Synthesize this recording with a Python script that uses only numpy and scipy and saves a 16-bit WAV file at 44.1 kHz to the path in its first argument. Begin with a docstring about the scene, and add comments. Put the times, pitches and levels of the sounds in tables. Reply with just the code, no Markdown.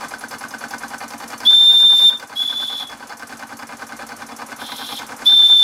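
"""A small stationary steam engine runs at about ten turns a second on a wooden turntable in a workshop.
Each turn the rod knocks and bounces, the table thumps, steam puffs and the stroke reverses with a rattle.
Knocks and thumps are short pushes that set ringing parts going; puffs and whirr are coloured noise.
A hand opens the whistle valve four times: three toots, each a near sine with hissing steam, and one mere hiss."""
import sys
import numpy as np
from scipy import signal
from scipy.fft import rfft, irfft
from scipy.io import wavfile
from scipy.ndimage import uniform_filter1d, minimum_filter1d

SR = 44100
rng = np.random.default_rng(int(sys.argv[2]) if len(sys.argv) > 2 else 0)


def dump(signal):
    """Clip the signal to [-1, 1] and save it as 16-bit WAV at the path in sys.argv[1]."""
    limited = np.clip(np.atleast_2d(signal).T, -1, 1)
    pcm = np.round(limited * 32767).astype(np.int16)
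    wavfile.write(sys.argv[1], SR, pcm)


def volts(x):
    """Linear amplitude factor 10**(x/20) for a level x in dB, scalar or array-like."""
    e = np.asarray(x, float) / 20
    return 10 ** e


N = 248277
T = np.arange(N) / SR

# When the rod knocks, at every fifth turn of the crank. Each entry: time in seconds.
FIFTH_KNOCKS = [0.038, 0.5389, 1.0344, 1.5305, 2.0269, 2.526, 3.0257, 3.524, 4.0204, 4.5171, 5.0187, 5.5224,
                6.026]
# How the engine frame and boiler ring. Each row: pitch in Hz, relative level in dB, time to fall 60 dB in s.
FRAME_MODES = [(461.3, -12, 0.053), (599, -6, 0.025), (703.3, -10, 0.079), (810.7, -2, 0.062),
               (894.3, -10, 0.086), (974.6, -4, 0.058), (1100, -8, 0.07), (1198, -5, 0.055),
               (1313, -12.5, 0.1), (1790, -5, 0.017), (2107, -12, 0.074), (2389, -5, 0.019),
               (2947, -18.5, 0.072), (3440, -19.5, 0.11), (4093, -22.5, 0.095), (4460, -17, 0.17)]
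# How the bell-like part rings. Each row: pitch in Hz, relative level in dB, time to fall 60 dB in s.
BELL_MODES = [(1531.5, 3, 0.039), (1725, -16, 0.11)]
# How the small loose joints ring. Each row: pitch in Hz, relative level in dB, time to fall 60 dB in s.
LINK_MODES = [(4700, -3, .015), (5050, -1, .018), (5500, -3, .012), (6000, -3, .012), (6600, -4, .01),
              (7400, -6, .01)]


def colour(points, size=N):
    """Noise of rms 1 with the given spectrum: rows of Hz and dB, joined on a log pitch scale."""
    hz, db = np.transpose(points)
    f = np.fft.rfftfreq(size, 1 / SR) + 1
    shape_db = np.interp(np.log(f), np.log(hz), db, -80 + db[0], -80)
    x = irfft(rfft(rng.standard_normal(size)) * volts(shape_db), size)
    return x / x.std()


def walk(rate):
    """A smooth random wander: levels held 1 / rate s and smoothed twice, with a spread near 1."""
    hold = int(SR / rate)
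    steps = np.repeat(rng.standard_normal(N // hold + 1), hold)
    return 1.46 * uniform_filter1d(uniform_filter1d(steps, hold), hold)[:N]


def dull(x, hz):
    """One-pole low-pass: takes away what is faster than hz."""
    p = np.exp(-2 * np.pi * hz / SR)
    return signal.lfilter([1 - p], [1, -p], x)


def band(x, lo_hz):
    """High-pass: small things radiate no deep bass."""
    return signal.sosfilt(signal.butter(3, lo_hz, "high", fs=SR, output="sos"), x)


def turns(lag=0., jitter=.001):
    """The moment in every turn that lies lag s after the knock, with a random jitter in s."""
    s = np.interp(np.arange(57) / 5, np.arange(len(FIFTH_KNOCKS)), FIFTH_KNOCKS)
    return s + lag + jitter * rng.standard_normal(len(s))


def uneven(s, db, scatter_db, curve=None):
    """A level for each event: the usual one, chance and, if given, a slow curve."""
    slow_db = np.interp(s, *np.transpose(curve)) if curve else 0
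    return db + scatter_db * rng.standard_normal(len(s)) + slow_db


def blows(s, db):
    """One impulse for each time."""
    i = np.round(np.asarray(s) * SR).astype(int)
    ok = (i >= 0) & (i < N)
    return np.bincount(i[ok], (volts(db) * np.ones(len(i)))[ok], N)


def fade(x, t60, rise=0.00029):
    """Each impulse becomes an envelope with a quick rise and an exponential fall (both in s)."""
    p, q = np.exp(-np.log(1000) / (t60 * SR)), np.exp(-1 / (rise * SR))
    return signal.lfilter([1 - q], [1, -q], signal.lfilter([1], [1, -p], x))


def shove(s, db, push_ms):
    """Smooth pushes of a given length; a longer push sounds lower."""
    push = np.hanning(int(push_ms * SR / 1000))
    return np.convolve(blows(s, db), push / push.sum())[:N]


def ring(x, modes):
    """Damped modes struck by x, neighbours in opposite sense."""
    out = 0
    for k, (hz, db, t60) in enumerate(modes):
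        r, w = np.exp(-np.log(1000) / (t60 * SR)), 2 * np.pi * hz / SR
        mode = signal.lfilter([0, r * np.sin(w)], [1, -2 * r * np.cos(w), r * r], x)
        out = out + (-1) ** k * volts(db) * mode
    return out


def chatter(spread_db):
    """Dense tiny contacts of very uneven size."""
    return rng.standard_normal(N) * volts(spread_db * rng.exponential(size=N) - spread_db)


def workshop(x, t60, wet_db):
    """Adds a diffuse room tail that builds up over its first 15 ms."""
    t = T[:SR // 2]
    tail = rng.standard_normal(len(t)) * np.exp(-np.log(1000) * t / t60) * np.clip(t / 0.015, 0, 1)
    return x + volts(wet_db) * signal.fftconvolve(x, tail / np.sqrt(np.sum(tail ** 2)))[:N]


def whirr():
    """Bearings, boiler and room murmur on as coloured noise, loudest around the knock."""
    # Spectrum of the murmur. Each row: pitch in Hz, level in dB.
    murmur_spectrum = [(20, -33), (55, -4.5), (80, -38), (100, -4), (190, -8.5), (232, 1), (400, -4.5),
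                       (990, 0), (1400, -0.5), (1930, -7), (2770, -13), (6570, -13.5), (10800, -18.5),
                       (15600, -35)]
    turn_count = 5 * np.interp(T, FIFTH_KNOCKS, np.arange(len(FIFTH_KNOCKS)))
    load_db = 2.5 * np.cos(2 * np.pi * turn_count)
    return colour(murmur_spectrum) * volts(-39.5 + load_db + 1.2 * walk(29.69))


def jet():
    """Steam hisses from the open valve and breathes through the whistle mouth."""
    # Spectrum of the hiss. Each row: pitch in Hz, level in dB.
    hiss_spectrum = [(1500, -11.5), (3000, -1.5), (4800, -0.5), (5350, 2.5), (5800, -3), (8000, -10.5),
                     (9400, -2), (9900, -3), (10900, 2.5), (12200, -3), (13600, -6), (14350, -6),
                     (14900, -9), (15750, -10)]
    # Spectrum of the breath in the whistle mouth. Each row: pitch in Hz, level in dB.
    mouth_spectrum = [(2300, -30), (3020, -15), (3240, 0), (3380, -4), (3520, 0), (3850, -7), (4070, -4),
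                      (4350, -15), (5000, -22), (5380, -13), (5800, -24)]
    # The four valve openings. Each row: opens in s, starts to shut in s, hiss level in dB,
    # mouth level in dB, change of the mouth level while open in dB, opening time in s.
    valve = [(1.44, 2.09, -33, -32.5, -10, 0.019), (2.346, 2.829, -38.5, -34.5, 3.5, 0.016),
             (4.581, 4.987, -41.5, -37, 5.5, 0.03), (5.242, 5.704, -33.5, -27.5, -13, 0.023)]
    hiss = colour(hiss_spectrum) * volts(1.4 * walk(25))
    mouth = colour(mouth_spectrum) * volts(2.0 * walk(150))
    out = 0
    for opens, shuts, hiss_db, mouth_db, swell_db, open_s in valve:
        flow = np.clip(np.minimum((T - opens) / open_s, (shuts - T) / 0.033 + 1), 0, 1)
        progress = np.clip((T - opens) / (shuts - opens), 0, 1)
        breath = volts(mouth_db + swell_db * progress) * mouth
        out = out + flow * (volts(hiss_db) * hiss + breath)
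    return out


def whistle():
    """A near sine with faint overtones; the unsteady jet shakes its pitch and size, most in toot two."""
    # Course of each toot, one list per toot. Each row: time in s, pitch in Hz, level in dB.
    toots = [
        [(1.451, 3390, -29), (1.459, 3347, -17), (1.481, 3552, -1.5), (1.513, 3562, -5.5), (1.733, 3598, -3.5),
         (2.0, 3574, -7.5), (2.094, 3597, -1), (2.102, 3370, -19), (2.112, 3330, -30)],
        [(2.358, 3250, -32), (2.372, 3368, -17), (2.418, 3433, -11), (2.444, 3442, -22), (2.456, 3430, -17.5),
         (2.612, 3483, -18), (2.828, 3428, -23.5), (2.842, 3390, -32.5), (2.94, 3410, -42)],
        [(5.252, 3471, -55), (5.26, 3456, -16.5), (5.272, 3533, -7), (5.3, 3560, -6.5), (5.466, 3557, -4.5),
         (5.48, 3558, -13), (5.492, 3568, -4), (5.63, 3537, -4.5)],
    ]
    # Unsteadiness, one row per toot: share of noisy jet from 0 to 1, its flutter per s, overtone level in dB.
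    roughness = [(.18, 110, 0), (.45, 260, 3), (.18, 100, -5)]
    # Overtones. Each row: multiple of the pitch, relative level in dB.
    overtones = [(2, -34), (3, -35.5), (4, -62)]
    out = np.zeros(N)
    for toot, (rough, flutter, shrill_db) in zip(toots, roughness):
        s, hz, db = np.transpose(toot)
        rough = np.clip(rough, 0, 1) * np.clip((T - s[0]) / 0.05, 0, 1)  # it speaks cleanly at first
        # a complex number shakes size and phase together
        shake = (walk(flutter) + 1j * walk(flutter)) / np.sqrt(2)
        swing = np.sqrt(1 - rough ** 2) + rough * shake
        swing = swing + volts(-23) * (walk(540) + 1j * walk(500))
        pitch_hz = np.interp(T, s, hz) + 4.93 * walk(60)
        spin = np.exp(2j * np.pi * np.cumsum(pitch_hz) / SR)
        shrill = 0
        for multiple, overtone_db in overtones:
            overtone = (spin * swing / abs(swing)) ** multiple
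            shrill = shrill + volts(overtone_db + shrill_db + 2.2 * walk(60)) * overtone
        wave = swing * spin + np.clip((T - s[0]) / .07, 0, 1) ** 2 * shrill  # overtones come in later
        level = uniform_filter1d(volts(np.interp(T, s, db, -120, -120)), size=130)
        out += np.sqrt(2) * level * wave.real
    return out


def puffs():
    """A gust of steam opens in about a ms and dies away, with a lower, wetter part; a thin squeak follows."""
    # Spectrum of the dry gust. Each row: pitch in Hz, level in dB.
    gust_spectrum = [(4000, -27), (6000, 3.5), (7500, -1), (9200, 2.5), (11000, 0), (13000, -4.5),
                     (15500, -8)]
    # Spectrum of the wetter part. Each row: pitch in Hz, level in dB.
    wet_spectrum = [(4000, -29), (5300, -7), (6300, -7), (8000, -13), (15500, -37)]
    # Slow change of the squeak. Each row: time in s, change in dB.
    squeak_curve = [(0, 4), (.6, -2.5), (1.199, -4), (2.3, -25), (3.698, -9), (4.399, -4), (5.0, -15),
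                    (5.6, 3)]
    s = turns(lag=0.0446, jitter=0.00061)
    hiss_db = uneven(s, db=-43.5, scatter_db=1.3)
    squeak_db = uneven(s, db=-43.5, scatter_db=2.2, curve=squeak_curve)
    gust = fade(blows(s, hiss_db + 6), 0.093, rise=0.0012)
    gust = gust + fade(blows(s, hiss_db - 14.5), 0.48, rise=0.0026)  # faint long remainder
    wet_db = hiss_db + 4 + 2.8 * rng.standard_normal(len(s))
    wet = fade(blows(s, wet_db), 0.056, rise=0.0011)
    squeak_hz = 11050 + 200 * walk(40)
    squeak = fade(blows(s + 0.0067, squeak_db + 4.0), 0.087, rise=0.0024) * volts(5.0 * walk(330))
    squeak = squeak * np.sin(2 * np.pi * np.cumsum(squeak_hz) / SR)
    return gust * colour(gust_spectrum) + wet * colour(wet_spectrum) + squeak


def table():
    """The out-of-balance crank thumps the table near the same points of every turn, and its modes ring."""
    # How the table rings. Each row: pitch in Hz, relative level in dB, time to fall 60 dB in s.
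    table_modes = [(111.5, -14.5, 0.057), (140, -12.5, 0.056), (229, 1.5, 0.084), (276.6, 1.5, 0.07),
                   (331, -8.5, 0.025)]
    # The thumps of one turn. Each row: s after the knock, relative level in dB, length of the push in ms.
    thumps = [(-.032, 0, 4.3), (-.016, -3, 4), (.0, -2, 0.86), (.007, 1.5, 1.7), (.021, 1, 0.65),
              (.043, -9.5, 1.2)]
    # Slow course of the thumps. Each row: time in s, relative level in dB.
    thump_curve = [(0, -43.5), (.4, -43.5), (0.552, -40.5), (1.499, -40), (2.2, -41), (2.6, -43.5),
                   (3.2, -41.5), (3.6, -40.5), (4.402, -41.5), (5.2, -42.5), (5.6, -42)]
    # Slow change of the deep shove. Each row: time in s, change in dB.
    jolt_curve = [(0, -1), (2.0, 0.5), (3.5, 5.5), (4.4, -1.5), (5.599, 0.5)]
    s = turns(jitter=0.00041)
    thump_db = uneven(s, db=0, scatter_db=1.34, curve=thump_curve)
    force = 0
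    for lag, rel_db, push_ms in thumps:
        scatter_db = 1.3 * rng.standard_normal(len(s))
        force = force + shove(s + lag, thump_db + rel_db + scatter_db, push_ms)
    # one deep slow shove per turn
    jolt_db = uneven(s, db=-26.5, scatter_db=1.0, curve=jolt_curve)
    force = force + shove(s + 0.00542, jolt_db, push_ms=8.28)
    return band(ring(force, table_modes), lo_hz=97.0) * volts(4.0)


def reversal():
    """Slack is taken up: a sharp tick, a rattle through the frame, then the valve gear clicks."""
    # The slack rod slaps again after the reversal. Each row: delay in s, relative level in dB.
    slaps = [(.008, -2.5), (.016, -8), (.023, -3)]
    # Slow change of tick and gear click alike. Each row: time in s, change in dB.
    ticks_curve = [(0, -1.5), (1.45, 1.5), (2.1, -2), (2.6, 0), (3.001, -2.5), (4.3, -7.5), (4.75, -11),
                   (5.201, -0.5), (5.6, -5)]
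    s = turns(lag=-.0305, jitter=0.001005)  # shortly before the knock
    frame_db = uneven(s, db=-34, scatter_db=2.3)
    tick_db = uneven(s, db=-37.5, scatter_db=4, curve=ticks_curve)
    gear_db = uneven(s, db=-38.5, scatter_db=3.4, curve=ticks_curve)
    rattle = fade(blows(s, frame_db - 24), 0.25) * chatter(1.93)
    rattle = rattle + blows(s, frame_db - 0.5)
    for lag, db in slaps:
        slap_s = s + lag + 0.001008 * rng.standard_normal(len(s))
        rattle = rattle + blows(slap_s, uneven(s, db, 2.9) + frame_db)
    tick = fade(blows(s, tick_db - 17.5), 0.055)
    gear_click = fade(blows(s + 0.0202, gear_db - 18.5), 0.028)
    ticks = (tick + gear_click) * chatter(2.3)
    ringing = ring(rattle, FRAME_MODES) + volts(-7.0) * ring(rattle, BELL_MODES) + ring(ticks, LINK_MODES)
    return ringing + volts(-3.5) * dull(rattle, 2500.) + volts(18.5) * dull(ticks, 7000.)


def rod():
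    """The knock and its bounce ring the bell-like part and the frame; loose joints chatter after it."""
    # Ring of the bell-like part, damped as the arm reaches over the engine.
    # Each row: time in s, relative level in dB.
    bell_curve = [(0, -28.5), (.75, -26.5), (.95, -29), (1.021, -37), (1.248, -37), (1.32, -31),
                  (2.2, -30.5), (3.7, -31.5), (5.6, -33)]
    # Knocks at which the bell-like part hardly rings. Each row: number of the turn from 0, change in dB.
    dead_knocks = [(16, -10), (20, -12), (43, -17), (49, -17)]
    s = turns(jitter=0.000904)
    bell_db = uneven(s, db=0, scatter_db=1.5, curve=bell_curve)
    frame_db = uneven(s, db=-29.5, scatter_db=1.26)
    for turn, db in dead_knocks:
        bell_db[turn] += db
    bounce_s = s + .008 + 0.00047 * rng.standard_normal(len(s))
    chance = rng.standard_normal(len(s))  # size of the bounce, shared by bell and frame
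    strike = blows(s, bell_db + 6) + blows(bounce_s, bell_db - 1 + 3 * chance)
    push = fade(blows(s, frame_db - 19) + blows(bounce_s, frame_db - 23.5), 0.02)
    push = push + fade(blows(s, frame_db - 41.5), 0.2)
    push = push * chatter(1.6)
    push = push + blows(s, frame_db - 17.0) - blows(bounce_s, frame_db - 8 + 3.4 * chance)
    ringing = ring(strike, BELL_MODES) + ring(push, FRAME_MODES) + volts(-7.0) * ring(push, LINK_MODES)
    return ringing + volts(14.5) * dull(push, 3300.0)


def scene():
    """Engine and whistle in the room; the whistle stands high enough to echo from the far walls."""
    # Single echoes of the whistle. Each row: delay in s, level in dB.
    echo_rows = [(.0271, -22), (.05, -25), (.0652, -17), (.085, -27), (.112, -31)]
    blown = whistle() + jet()
    echoes = sum(volts(db) * np.pad(blown, (int(s * SR), 0))[:N] for s, db in echo_rows)
    blown_in_room = workshop(blown, t60=.5, wet_db=-28) + echoes
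    engine = band(rod() + reversal(), lo_hz=280.) + puffs()
    engine_in_room = workshop(engine, t60=.32, wet_db=-13)
    return (engine_in_room + table() + whirr() + blown_in_room)[None]


def roll_off(x):
    """The treble ends steeply here."""
    return signal.sosfilt(signal.butter(12, 15730, fs=SR, output="sos"), x)


def record(dry):
    """Gain control ducks at loud sound, waits and creeps back; a quick limiter then holds down the peaks."""
    hold_db, hold_share = -17, 0.34  # above this level, takes back this share of the excess
    wait = SR * 6 // 10 + 1  # samples before the gain climbs again
    recover_db_per_s = 2
    over_db = np.maximum(10 * np.log10(dull(dry ** 2, 3.7) + 1e-12) - hold_db, 0)
    # the lowest gain of the past 0.6 s holds
    held_db = minimum_filter1d(-hold_share * over_db, size=wait, origin=(wait - 1) // 2, mode="nearest")
    climb = recover_db_per_s * T
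    gain_db = np.minimum.accumulate(held_db - climb, axis=1) + climb
    ducked = dry * volts(dull(gain_db, 34.0))
    peak = -minimum_filter1d(-abs(ducked), size=45)  # largest sample within about 1 ms
    limit = np.minimum(1, volts(-3.5) / (peak + 1e-9)) ** 1.3
    return roll_off(ducked * uniform_filter1d(limit, size=45))


dry = scene()
out = record(dry)
dump(out)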